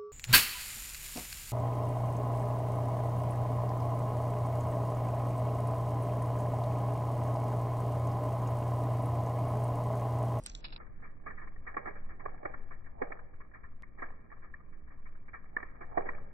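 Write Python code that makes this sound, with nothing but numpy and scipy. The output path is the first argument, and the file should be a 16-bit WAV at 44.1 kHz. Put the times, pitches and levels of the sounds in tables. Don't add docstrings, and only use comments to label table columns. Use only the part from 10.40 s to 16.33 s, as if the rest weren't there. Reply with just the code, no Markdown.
import sys
import numpy as np
from scipy import signal
from scipy.fft import rfft, irfft, next_fast_len
from scipy.io import wavfile
from scipy.ndimage import map_coordinates

SR = 44100
rng = np.random.default_rng(int(sys.argv[2]) if len(sys.argv) > 2 else 0)


def put_to_file(sound):
    columns = np.atleast_2d(sound).T
    safe = np.clip(columns, -1, 1)
    whole_steps = np.round(safe * 32767)
    wavfile.write(sys.argv[1], SR, whole_steps.astype(np.int16))


N = 261513


def amp(db):
    return 10 ** (np.asarray(db) / 20)


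def unit(x):
    return x / np.sqrt(np.mean(x ** 2) + 1e-20)


def along(points, hz):
    f, value = np.transpose(points)
    return np.interp(np.log(hz + 1), np.log(f + 1), value)


def filtered(x, response):
    n = x.shape[-1]
    padded = next_fast_len(n + 4096)
    spectrum = rfft(x, padded) * response(np.fft.rfftfreq(padded, 1 / SR))
    return irfft(spectrum, padded)[..., :n]


def noise(spectrum, shape):
    return unit(filtered(rng.standard_normal(shape), lambda hz: amp(along(spectrum, hz))))


def add(track, start, sound):
    part = track[..., max(start, 0):][..., :sound.shape[-1]]
    part += sound[..., :part.shape[-1]]


def swell(t, rise, fall, steep_up, steep_down):
    distance = np.abs(t) / np.where(t < 0, rise, fall)
    return .5 ** distance ** np.where(t < 0, steep_up, steep_down)


# t/s from which it holds, speed as a multiple of the slowest.
PLAYBACK_SPEED = [(0, 4.75), (.068, 3.35), (.21, 2.2), (.38, 1)]


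def playhead():
    starts, speeds = np.transpose(PLAYBACK_SPEED)
    step = np.searchsorted(starts, np.arange(N) / SR, side="right") - 1
    return np.cumsum(speeds[step])


def slowed_level(curve, head):
    s, db = np.transpose(curve)
    corners = np.interp(s * SR, np.arange(N), head)
    return amp(np.interp(np.arange(int(head[-1]) + 2), corners, db))


# t/s, level/dB
RUMBLE_LEVEL = [(0.0, -61.5), (0.3, -60), (1.67, -59), (2.96, -62.5), (4.89, -62.5), (5.93, -58.5)]
# f/Hz, level/dB
AIR_SPECTRUM = [(3, -8.5), (9, 23.5), (13, 13.5), (25, -5.5), (50, -3.5), (80, -6.5), (120, -11),
                (200, -13.5), (400, -22), (800, -29.5), (1200, -44.5), (2400, -39)]
# f/Hz, left-right correlation
AIR_CORRELATION = [(20, 0.88), (60, .75), (150, 0.013), (400, -0.16), (800, -0.67), (1200, 0)]


def air(head):
    level = slowed_level(RUMBLE_LEVEL, head)
    speed = np.interp(np.arange(len(level)), head, np.gradient(head))
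    level *= amp(-2.5 * np.log2(speed))

    def mid_and_side(hz):
        turn = np.arccos(np.clip(along(AIR_CORRELATION, hz), -1, 1)) / 2
        return np.array([np.cos(turn), np.sin(turn)])

    mid, side = filtered(noise(AIR_SPECTRUM, (2, len(level))), mid_and_side)
    return amp(18.5) * level * unit(np.array([mid + side, mid - side]))


# landing t/s, slap level/dB, thump level/dB, air pocket f/Hz before its glide, splash length/s
TIMED_DROPS = [(.0375, -49.5, -64.5, 1900, 0.00549), (.0625, -33.5, -38.5, 1736, 0.0059),
               (.097, -47, -63, 1720, .008), (.151, -39.5, -56.5, 1087, .0035),
               (.2455, -43.5, -50.5, 1268, 0.031), (.326, -50.5, -53.5, 1700, 0.024),
               (.363, -42, -44.5, 1770, .002), (.404, -53.5, -54.5, 1350, .019),
               (.63, -52, -59.5, 1745, .04), (.867, -43.5, -48.5, 1162, 0.027),
               (.9065, -47.5, -53, 1870, .015), (.979, -50, -65, 1957, 0.028),
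               (1.02, -51, -57, 1034, 0.028), (1.075, -51.5, -59, 1730, .009),
               (1.163, -56, -56.5, 1880, .005), (1.2725, -42, -52, 1900, 0.022),
               (1.3455, -46, -45.5, 1804, 0.0047), (1.37, -31.5, -33.5, 1130, .006),
               (1.378, -38.5, -38, 1860, .004), (1.4595, -42.5, -44, 1250, 0.011),
               (1.474, -42, -40, 1850, 0.019), (1.559, -52, -60.5, 1420, 0.024),
               (1.698, -55, -59, 1808, 0.037), (1.8005, -49, -54.5, 1020, 0.018),
               (1.856, -45.5, -43, 1600, 0.0027), (1.861, -35.5, -32, 1072, .003),
               (1.945, -55.5, -50.5, 710, .005), (2.033, -53, -44.5, 625, 0.0062),
               (2.055, -35, -32.5, 567, 0.0074), (2.1415, -42.5, -46.5, 1400, 0.0064),
               (2.313, -50, -54.5, 1134, 0.024), (2.465, -57.5, -60.5, 1620, 0.016),
               (2.62, -34, -28.5, 475, 0.0055), (2.631, -47.5, -36, 520, .009),
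               (2.706, -67, -45.5, 403, .01), (2.722, -40, -40.5, 2080, 0.0069),
               (2.793, -51.5, -53, 1520, .005), (3.007, -52.5, -58, 1052, 0.012),
               (3.142, -52, -57, 1707, .024), (3.2385, -53.5, -62.5, 989, .019),
               (3.435, -49, -69.5, 2044, 0.0049), (3.59, -51.5, -53.5, 1840, 0.021),
               (3.6245, -38, -41.5, 1184, .014), (3.652, -54, -52, 342, 0.017),
               (3.904, -58, -59.5, 1790, 0.0035), (3.9195, -52.5, -54.5, 1116, 0.016),
               (4.031, -57, -63.5, 1720, 0.04), (4.1415, -47.5, -66, 1750, 0.0051),
               (4.33, -63, -71.5, 1930, 0.03), (4.507, -61.5, -67, 1880, .035),
               (4.659, -55, -73, 2160, .017), (4.8845, -54, -58, 1940, 0.011),
               (4.9395, -44.5, -53.5, 1900, .024), (5.1685, -28, -37, 1780, 0.0028),
               (5.231, -41, -44, 1810, 0.0049), (5.4135, -47, -45, 1267, 0.02),
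               (5.576, -40.5, -23.5, 758, .0055), (5.578, -34, -30, 1142, .005),
               (5.586, -47.5, -31, 385.5, .012), (5.66, -47, -43, 361, .024), (5.691, -33, -39, 1890, .004)]
STRAY_PER_S, STRAY_DB, STRAY_SCATTER_DB, STRAY_THUMP_DB = 4, -62.5, 0.5, -4
STRAY_LOW_HZ, STRAY_HIGH_HZ, STRAY_LENGTH_S = 1015, 2040, 0.0079


def falling_drops():
    count = int(STRAY_PER_S * N / SR)
    when, strength, pitch, length = rng.random((count, 4)).T
    lands_s = (np.arange(count) + when) / count * N / SR
    slap_db = STRAY_DB + STRAY_SCATTER_DB * (2 * strength - 1)
    hz = STRAY_LOW_HZ * (STRAY_HIGH_HZ / STRAY_LOW_HZ) ** pitch
    length_s = STRAY_LENGTH_S * (.5 + length)
    strays = np.transpose([lands_s, slap_db, slap_db + STRAY_THUMP_DB, hz, length_s])
    return np.vstack([TIMED_DROPS, strays])


def landings(head, drops):
    return np.interp(drops[:, 0] * SR, np.arange(N), head).astype(int)


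ATTACK_S = 0.0016


def afterglow(head, drops, db, rise, fall):
    size, lead = int(head[-1]) + 2, SR // 5
    water = (ATTACK_S + drops[:, -1]) / 0.0071
    power = np.bincount(landings(head, drops), amp(db) ** 2 * water, size)
    shape = swell(np.arange(-lead, 3 * lead) / SR, rise, fall, steep_up=0.95, steep_down=0.85)
    summed = signal.fftconvolve(power, shape ** 2)[lead:lead + size]
    return np.sqrt(np.abs(summed))


def droplets(size, per_s, scatter_db, cycles, low_hz=900, high_hz=2500):
    count = int(per_s * size / SR)
    when, pitch, weight = rng.random((count, 3)).T[..., None]
    hz = low_hz * (high_hz / low_hz) ** pitch
    k = np.arange(int(5 * cycles / low_hz * SR))
    level = amp(-scatter_db * np.log(weight + 0.019))
    pings = level * np.sin(2 * np.pi * hz * k / SR) * np.exp(-hz * k / SR / cycles)
    places = (when * size).astype(int) + k
    return unit(np.bincount(places.ravel(), pings.ravel(), size)[:size])


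DRIZZLE_DB, FALLBACK_DB, FALLBACK_RISE_S, FALLBACK_FALL_S = -70.5, -32, 0.03007, 0.054


def patter(head, drops):
    thump_db = drops[:, 2]
    fallback = afterglow(head, drops, thump_db + FALLBACK_DB, FALLBACK_RISE_S, FALLBACK_FALL_S)
    level = np.hypot(amp(DRIZZLE_DB), fallback)
    return level * droplets(len(level), per_s=900, scatter_db=4.5, cycles=1.8)


GLIDE_PER_S, GLIDE_SCATTER_PER_S = 12, 14


def pocket(t, hz):
    glide = GLIDE_PER_S + GLIDE_SCATTER_PER_S * rng.standard_normal()
    pitch = np.clip(hz * (1 + glide * t), 200, 2600)
    return np.sin(2 * np.pi * (np.cumsum(pitch) / SR + rng.random()))


def burst(carrier, shape):
    return unit(carrier * shape) * np.sqrt(np.mean(shape ** 2))


# f/Hz, level/dB
SLAP_SPECTRUM = [(300, -42), (700, -21.5), (1000, 0), (1200, 1), (1500, 0.5), (1850, 2), (2100, 0),
                 (2400, -7)]
# f/Hz, level/dB
THUMP_SPECTRUM = [(80, -16), (180, -11.5), (300, -1), (410, -1), (600, -6), (800, 1), (950, -4.5),
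                  (1200, -19), (2000, -48)]
ATTACK_SHARE, HOLD_SHARE = 0.15, 0.42
RING_FALL_S = 0.017
CLEAN_S = 0.0019


def impacts(head, drops):
    bright, dull = np.zeros((2, int(head[-1]) + 2))
    lead = SR // 30
    t = np.arange(-lead, 4 * lead) / SR
    for start, (_, slap_db, thump_db, hz, length) in zip(landings(head, drops), drops):
        attack, hold = ATTACK_S + ATTACK_SHARE * length, HOLD_SHARE * length
        fall = max(length - hold, .001)
        off_top = t - np.clip(t, 0, hold)
        shape = swell(off_top, attack, fall, steep_up=2.6, steep_down=1.1)
        slap = burst(noise(SLAP_SPECTRUM, t.shape), shape)
        thump = burst(noise(THUMP_SPECTRUM, t.shape), shape)
        ring_fall = min(1.3 * fall, RING_FALL_S)
        ring_shape = swell(off_top, 1.2 * attack, ring_fall, steep_up=4.8, steep_down=1.4)
        ring = burst(pocket(t, hz), ring_shape)
        clean = CLEAN_S / (CLEAN_S + length)
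        if hz > 950:
            slap = np.sqrt(1 - clean) * slap + np.sqrt(clean) * ring
        else:
            thump = np.sqrt(1 - clean) * thump + amp(5) * np.sqrt(clean) * ring
        add(bright, start - lead, amp(slap_db + 4.5) * slap)
        add(dull, start - lead, amp(thump_db - 2) * thump)
    return bright, dull


def crown(head, drops, size):
    slap_db = drops[:, 1]
    collapse = afterglow(head, drops, slap_db - 13, rise=0.003, fall=0.048) * noise(SLAP_SPECTRUM, size)
    spray = afterglow(head, drops, slap_db - 18.0, rise=0.00095, fall=0.048)
    return collapse + spray * droplets(size, per_s=280, scatter_db=6.5, cycles=0.98)


# f/Hz, level/dB
WASH_SPECTRUM = [(100, -17.5), (200, -8), (330, 0.5), (450, -1.5), (600, 1), (800, -3), (950, -12),
                 (1200, -30), (2000, -46)]


def dull_wash(head, drops, size):
    return afterglow(head, drops, drops[:, 2] - 13.5, rise=0.00097, fall=0.009) * noise(WASH_SPECTRUM, size)


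def gurgle(head, drops, size):
    level = afterglow(head, drops, drops[:, 2] - 17.5, rise=.002, fall=0.036)
    return level * droplets(size, per_s=110, scatter_db=4, cycles=6.3, low_hz=410, high_hz=830)


# f/Hz, level/dB
HOLLOW_SPECTRUM = [(250, -30.5), (420, -6), (600, -2.5), (820, 1.5), (950, -2.5), (1100, -30), (2000, -60)]


def hollow_swell(head, drops, size):
    return afterglow(head, drops, drops[:, 2] - 19, rise=.026, fall=0.013) * noise(HOLLOW_SPECTRUM, size)


# f/Hz, width/Hz, relative level/dB
WALL_MODES = [(348.7, 4.5, 6), (401, 23, 0), (476, 18, -1.5), (578.6, 27, -6.5), (775, 20, -11),
              (888, 13, -16)]


def alcove(size):
    def response(f):
        modes = sum(amp(db) * 1j * f * width / (centre * centre - f * f + 1j * f * width)
                    for centre, width, db in WALL_MODES)
        return modes * amp(along(HOLLOW_SPECTRUM, f))
    return unit(filtered(rng.standard_normal((2, size)), response))


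def splashes(head, drops):
    bright, dull = impacts(head, drops)
    size = len(bright)
    bright += crown(head, drops, size)
    dull += dull_wash(head, drops, size)
    dull += gurgle(head, drops, size)
    dull += hollow_swell(head, drops, size)
    diffuse = afterglow(head, drops, drops[:, 2] - 21, rise=0.0016, fall=0.071) * alcove(size)
    return bright, dull, diffuse


LEFT_LAG_S = .00171
# f/Hz, lead of the left/rad
DULL_PHASE = [(60, 2.5), (250, 1.71), (430, 2), (600, 3.5), (780, 4), (950, 3.5), (1160, -2)]
# f/Hz, right over left level/dB
DULL_BALANCE = [(150, -1.5), (400, 4), (650, 7.5), (850, 5), (1000, -1)]


def microphones(bright, dull):
    def lean(hz):
        return amp(along(DULL_BALANCE, hz) / 2)

    left = filtered(bright, lambda hz: np.exp(-2j * np.pi * hz * LEFT_LAG_S))
    left += filtered(dull, lambda hz: np.exp(1j * along(DULL_PHASE, hz)) / lean(hz))
    right = bright + filtered(dull, lean)
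    return np.array([left, right])


def dry_tick():
    return amp(-44.0) * np.exp(-np.arange(SR // 100) / SR / 0.00068)


# f/Hz, level/dB
SLOWED_BAND_EDGE = [(2330, 0), (2430, -7), (2520, -30.5), (2800, -38.5), (3500, -46.5), (5000, -49.5),
                    (8000, -80.5)]


def scene():
    head = playhead()
    drops = falling_drops()
    bright, dull, diffuse = splashes(head, drops)
    pair = microphones(bright + patter(head, drops), dull) + diffuse + air(head)
    slowed = filtered(pair, lambda hz: amp(along(SLOWED_BAND_EDGE, hz)))
    out = np.array([map_coordinates(channel, [head], order=3) for channel in slowed])
    add(out, round(3.4233 * SR), dry_tick())
    return out


TOP_HZ = 11950


def record(dry):
    return filtered(dry, lambda hz: hz < TOP_HZ)


dry = scene()
out = record(dry)
put_to_file(out)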